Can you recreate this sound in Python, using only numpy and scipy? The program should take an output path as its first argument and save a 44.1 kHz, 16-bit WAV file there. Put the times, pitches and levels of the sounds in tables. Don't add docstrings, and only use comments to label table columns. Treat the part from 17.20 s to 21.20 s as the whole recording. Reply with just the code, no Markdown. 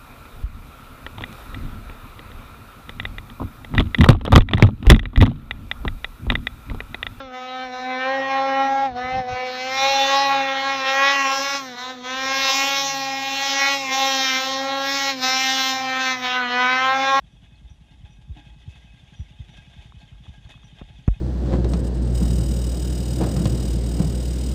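import sys
import numpy as np
from scipy import signal
from scipy.fft import rfft, irfft
from scipy.io import wavfile

SR = 44100
rng = np.random.default_rng(int(sys.argv[2]) if len(sys.argv) > 2 else 0)


def digitize_waveform(pressure):
    field = np.atleast_2d(pressure).T
    bounded = np.clip(field, -1, 1)
    quanta = np.round(bounded * 32767).astype(np.int16)
    wavfile.write(sys.argv[1], SR, quanta)


N = 176400
TIME_S = np.arange(N) / SR

# (frequency [Hz], relative density [dB])
AIR_SPECTRUM = [(20, -26), (35, -3), (55, 9), (100, -6), (170, -11), (280, -16), (450, -30.5), (800, -28),
                (1400, -34.5), (3300, -64.5), (4500, -40.5), (8000, -44.5), (11500, -48)]
# (time [s], level [dB])
CHIRPS = [(.352, -60), (.71, -63), (2.80, -57), (3.242, -61), (3.86, -61)]
# (time [s], firing rate [Hz])
FIRING_RATE = [(0, 10.9), (.3, 10.65), (.65, 9.85), (.9, 11.4), (1.3, 10.2), (1.6, 10.8), (2.45, 10.9),
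               (2.75, 11.45), (4, 11.5)]
# (time [s], level [dB])
ENGINE_LEVEL = [(0, -43.5), (.7, -45), (1.05, -41), (1.26, -38), (1.42, -44.5), (2.2, -39.5), (3, -41),
                (4, -37.5)]
# (time [s], level [dB], rise [s], start pitch [Hz])
BUMPS = [(0.437, -35, 0.017, 119), (0.501, -35, 0.013, 117), (0.831, -31.5, 0.014, 173),
         (1.087, -26, .021, 210), (1.474, -26, 0.012, 171), (1.99, -23, .016, 183), (2.188, -32, .02, 231),
         (2.58, -34.5, 0.014, 107), (2.761, -39.5, 0.014, 117), (2.92, -37, .016, 144),
         (3.077, -31.5, 0.014, 152), (3.249, -39.5, 0.009, 118)]
# (time [s], level [dB], pitch [Hz])
TICKS = [(2.7226, -40, 1080), (2.928, -55.5, 1330), (2.955, -55.5, 1190), (3.067, -46, 1120),
         (3.262, -51, 1090), (3.341, -45, 1110), (3.377, -51, 1280), (3.433, -48.5, 1190),
         (3.608, -46, 1070)]
# (time [s], level [dB], start pitch [Hz], clack gain [dB], boom gain [dB])
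KNOCKS = [(3.6137, -28, 418, -6.5, -15), (3.8783, -4.5, 275, -17.5, -8.5)]
# (frequency [Hz], gain [dB], t60 [s])
KNOCK_MODES = [(504, 3, 0.011), (725, -4, 0.019), (1050, -4.5, 0.0071), (1330, -4, 0.0076),
               (1850, -8, 0.0066), (2570, -12.5, 0.0058)]
# (time [s], level [dB], length [s])
BELL_SHAKES = [(0.072, -82, .08), (0.492, -68, .06), (0.86, -78, .11), (1.591, -76.5, .05),
               (1.943, -70.5, .07), (2.287, -75, .08), (3.05, -77, .06), (3.427, -67, .025),
               (3.72, -73, .08)]
# (frequency [Hz], gain [dB], t60 [s])
BELL_MODES = [(5045, -24, .15), (5848, 13, .15), (6650, -7, .1), (9016, -11, .2)]
# (time [s], level [dB], length [s], pitch [Hz])
SQUEALS = [(1.466, -58, 0.13, 2580), (1.66, -61, 0.092, 2550), (2.355, -56.5, .06, 1618),
           (2.785, -63, .07, 1612), (3.12, -57.5, .085, 1630), (3.291, -52, 0.075, 2560)]
# (time [s], level [dB], length [s])
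CLATTERS = [(0.697, -63, 0.053), (1.146, -49.5, 0.053), (1.263, -61.5, 0.074), (1.404, -70, 0.073),
            (2.277, -60, 0.022), (3.276, -56, 0.036)]
# (frequency [Hz], gain [dB], t60 [s])
BED_MODES = [(276, 2.5, 0.042), (332, -6.5, 0.037), (700, -9, .03), (840, -2, 0.077)]
# (frequency [Hz], relative density [dB])
GRIT_SPECTRUM = [(300, -3.5), (470, -7.5), (700, -2), (1000, -10), (1420, -13.5), (1800, -5), (2350, -6.5),
                 (2900, -3), (3300, 2), (3700, 0), (3950, -11.5), (5300, -16.5), (6600, -14.5), (7800, -24),
                 (11500, -27.5)]
# (frequency [Hz], gain [dB], t60 [s])
FRAME_MODES = [(685, -6, 0.026), (843, -2.5, 0.11), (1620, -3.5, 0.068), (1846, -20.5, 0.058),
               (2162, -9.5, 0.11), (2500, -8, 0.08), (2554, -1, 0.13), (2730, -13.5, 0.077),
               (3247, -8, 0.17), (3410, -6.5, 0.11), (3615, -4.5, 0.23)]
# (time [s], relative level [dB])
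ROLLING_LEVEL = [(0, -61.5), (.3, -59.5), (.8, -59), (1.08, -63), (1.2, -57.5), (1.6, -54), (1.9, -54.5),
                 (2.25, -55), (2.6, -52.5), (2.95, -55.5), (3.4, -54.5), (3.8, -54), (4, -55)]
# (time [s], relative level [dB], length [s], frame gain [dB], sand gain [dB])
JOLTS = [(0.213, -61, 0.1, -5, -10), (0.305, -61, 0.041, 5.5, -10), (0.483, -58, 0.02, 1, -9),
         (.71, -59.5, 0.045, 4, -1), (0.846, -54, 0.063, 2.5, -5), (1.014, -55.5, 0.016, -16, 1),
         (1.145, -55.5, 0.039, -1, -5), (1.168, -50, 0.056, 4.5, -4), (1.245, -57.5, 0.056, 8, 0),
         (1.491, -57.5, 0.04, -10, 7.5), (1.552, -53, 0.058, 2, 0.5), (1.73, -61, 0.028, 4, 3),
         (1.973, -59.5, .04, -10, -5), (2.283, -49, 0.024, -7, -5.5), (2.337, -48.5, 0.017, -5, -6),
         (2.365, -50, 0.024, 3, 2.5), (2.529, -53, 0.036, -3, -5), (2.607, -55.5, 0.095, 1, 0.5),
         (2.782, -58, 0.064, -5, 2), (3.035, -52, .04, -10, -6), (3.13, -61, 0.068, -2, 3.5),
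         (3.289, -44, 0.046, -1, -0.5), (3.581, -46.5, 0.024, 5.5, -5), (3.685, -51.5, 0.028, -8, -12),
         (3.933, -56, 0.038, 10, -3)]


def from_db(db):
    return 10 ** (np.asarray(db) / 20)


def unit_rms(x):
    return x / np.sqrt(np.mean(x ** 2) + 1e-20)


def curve(rows):
    return np.interp(TIME_S, *np.transpose(rows))


def add(out, at_s, sound):
    i = int(np.clip(at_s * SR, 0, N - 1))
    out[i:i + len(sound)] += sound[:N - i]


def sine(hz):
    return np.sin(2 * np.pi * np.cumsum(hz) / SR)


def colour(x, spectrum):
    hz, db = np.transpose(spectrum)
    bins_hz = np.maximum(np.arange(N // 2 + 1) * SR / N, 1)
    gain = from_db(np.interp(np.log(bins_hz), np.log(hz), db))
    low_cut = np.minimum(bins_hz / hz[0], 1) ** 2
    return unit_rms(irfft(rfft(x) * gain * low_cut, N))


def drift(hz):
    r = np.exp(-2 * np.pi * hz / SR)
    return unit_rms(signal.lfilter([1], [1, -2 * r, r * r], rng.standard_normal(N + SR))[SR:])


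def grains(per_s, spread_db):
    sizes = from_db(spread_db * np.minimum(rng.exponential(1, N), 4))
    return unit_rms(sizes * rng.choice([-1, 1], N) * (rng.random(N) < per_s / SR))


def ring(clicks, hz, t60_s):
    r, w = from_db(-60 / (t60_s * SR)), 2 * np.pi * hz / SR
    return signal.lfilter([0, np.sin(w)], [1, -2 * r * np.cos(w), r * r], clicks + 1e-18)


def body(clicks, modes):
    out = sum((-1) ** k * from_db(db) * unit_rms(ring(clicks, hz, t60_s))
              for k, (hz, db, t60_s) in enumerate(modes))
    return unit_rms(out) * clicks.std()


def swell(t, rise_s, sharp=2):
    u = np.maximum(t, 0) / max(rise_s, 1e-4)
    return (u * np.exp(1 - u)) ** sharp


def thud(start_hz, end_hz, glide_s, rise_s, sharp):
    t = TIME_S[:SR // 5]
    hz = end_hz + (start_hz - end_hz) * np.exp(-t / glide_s)
    return -sine(hz) * swell(t, rise_s, sharp)


def burst(band_hz, rise_s):
    sos = signal.butter(2, band_hz, "band", fs=SR, output="sos")
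    noise = signal.sosfilt(sos, rng.standard_normal(SR // 5) * swell(TIME_S[:SR // 5], rise_s, 0.86))
    return noise / np.abs(noise).max()


def air(level_db=-51):
    return from_db(level_db) * colour(rng.standard_normal(N), AIR_SPECTRUM)


def bird(start_hz=4370, fall_hz=200, length_s=0.015):
    out, u = np.zeros(N), np.linspace(0, 1, int(length_s * SR))
    chirp = np.sin(np.pi * u) ** 2 * sine(start_hz - fall_hz * u)
    for at_s, db in CHIRPS:
        add(out, at_s, from_db(db) * chirp)
    return out


def engine(echo_s=0.026, echo_db=-10, boom_s=0.0327, boom_db=-11, uneven_db=0.13):
    cycles = np.cumsum(curve(FIRING_RATE)) / SR
    firings = np.floor(cycles - np.interp(0.038, TIME_S, cycles))
    out, level_db = np.zeros(N), curve(ENGINE_LEVEL)
    boom = thud(start_hz=75.7, end_hz=48, glide_s=0.013, rise_s=0.033, sharp=1.7)
    for i in np.flatnonzero(np.diff(firings)):
        size, detune, echo_lag, boom_lag, boom_size = rng.standard_normal(5)
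        db = level_db[i] + uneven_db * size
        puff = thud(235 * (1 + 0.08 * detune), end_hz=97.2, glide_s=0.0081, rise_s=0.0082, sharp=1.48)
        add(out, i / SR, from_db(db) * puff)
        add(out, i / SR + echo_s + 0.0019 * echo_lag, from_db(db + echo_db) * puff)
        add(out, i / SR + boom_s + 0.0013 * boom_lag, from_db(db + boom_db + 2 * boom_size) * boom)
    return out


def bumps(rough_db=2.2):
    out = np.zeros(N)
    for at_s, db, rise_s, hz in BUMPS:
        add(out, at_s, from_db(db) * thud(hz, end_hz=43.7, glide_s=0.014, rise_s=rise_s, sharp=2.4))
    return out * from_db(rough_db * drift(hz=68))


def ticks():
    out, t = np.zeros(N), TIME_S[:SR // 20]
    envelope = swell(t, rise_s=0.0006, sharp=0.9)
    for at_s, db, hz in TICKS:
        add(out, at_s, from_db(db) * np.sin(2 * np.pi * hz * t) * envelope)
    return out


def knocks(rebound_s=0.0055, rebound_db=-2, snap_db=-38, hiss_db=-57):
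    out, t = np.zeros(N), TIME_S[:SR // 20]
    clack = sum((-1) ** k * from_db(db - 60 * t / t60_s) * np.sin(2 * np.pi * hz * t)
                for k, (hz, db, t60_s) in enumerate(KNOCK_MODES))
    for at_s, db, hz, clack_db, boom_db in KNOCKS:
        fall = dict(start_hz=hz, end_hz=46.8, glide_s=0.0028)
        punch = thud(**fall, rise_s=0.0027, sharp=0.5)
        boom = from_db(boom_db) * thud(**fall, rise_s=0.032, sharp=7.1)
        add(out, at_s + 0.0014, from_db(db) * (punch + boom))
        add(out, at_s, from_db(db + clack_db) * clack)
        add(out, at_s + rebound_s, from_db(db + clack_db + rebound_db) * clack)
        add(out, at_s - 0.0008, from_db(db + snap_db) * burst(band_hz=(5030, 9000), rise_s=0.00022))
        add(out, at_s, from_db(db + hiss_db) * burst(band_hz=(4500, 11000), rise_s=0.028))
    return out


def bell():
    shaking = sum(from_db(db) * (TIME_S > at_s) * (TIME_S < at_s + length_s)
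                  for at_s, db, length_s in BELL_SHAKES)
    return body(grains(per_s=400, spread_db=6.5) * shaking, BELL_MODES)


def axle(waver_hz=12, rough_db=4):
    out = np.zeros(N)
    detune_hz = waver_hz * drift(hz=57)
    roughness = from_db(rough_db * drift(hz=50))
    for at_s, db, length_s, hz in SQUEALS:
        arch = np.sin(np.pi * np.clip((TIME_S - at_s) / length_s, 0, 1))
        out += from_db(db) * arch * roughness * sine(hz + detune_hz)
    return out


def bed():
    shaking = sum(from_db(db) * swell(TIME_S - at_s, length_s / 2) for at_s, db, length_s in CLATTERS)
    return body(grains(per_s=500, spread_db=1) * shaking, BED_MODES)


def clinks(stones=40, per_s=420, low_hz=1905, high_hz=7176):
    pitches_hz = np.geomspace(low_hz, high_hz, stones) * rng.uniform(0.985, 1.015, stones)
    ringing = sum(ring(grains(per_s / stones, spread_db=3), hz, t60_s=0.082) for hz in pitches_hz)
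    return colour(ringing, GRIT_SPECTRUM)


def jolts(attack_s=0.003, hold_fraction=0.59, release_s=0.012):
    crunch_power, sand_power, frame_power = np.zeros((3, N))
    for at_s, db, length_s, frame_db, sand_db in JOLTS:
        t = TIME_S - at_s
        release = np.exp(-np.maximum(t - hold_fraction * length_s, 0) / release_s)
        jolt = from_db(db) * np.clip(t / attack_s, 0, 1) * release
        crunch_power += jolt ** 2
        sand_power += (jolt * from_db(sand_db)) ** 2
        frame_power += (jolt * from_db(frame_db)) ** 2
    return crunch_power, sand_power, frame_power


def cart(flutter_db=1.83, grit_db=-7.5, clink_db=-10, crunch_db=-4, frame_db=-9.5, sand_above_hz=4100):
    rolling = from_db(curve(ROLLING_LEVEL) + flutter_db * drift(hz=18.4))
    crunch_power, sand_power, frame_power = jolts()
    grit = from_db(grit_db) * colour(grains(per_s=5000, spread_db=1), GRIT_SPECTRUM)
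    pebbles = from_db(clink_db) * clinks()
    coarse = colour(grains(per_s=2200, spread_db=2), GRIT_SPECTRUM)
    sand = signal.sosfiltfilt(signal.butter(8, sand_above_hz, "high", fs=SR, output="sos"), coarse)
    crunch = (coarse - sand) * np.sqrt(crunch_power) + sand * np.sqrt(sand_power)
    shaking = np.sqrt(rolling ** 2 + frame_power)
    frame = body(grains(per_s=500, spread_db=4) * shaking, FRAME_MODES)
    return (grit + pebbles) * rolling + from_db(crunch_db) * crunch + from_db(frame_db) * frame


def scene():
    mix = air() + cart() + bed() + axle() + bell() + engine() + bumps() + knocks() + ticks() + bird()
    return mix[None]


def record(dry):
    cutoff_hz = 11800
    return signal.sosfilt(signal.ellip(10, 0.1, 70, cutoff_hz, fs=SR, output="sos"), dry)


dry = scene()
out = record(dry)
digitize_waveform(out)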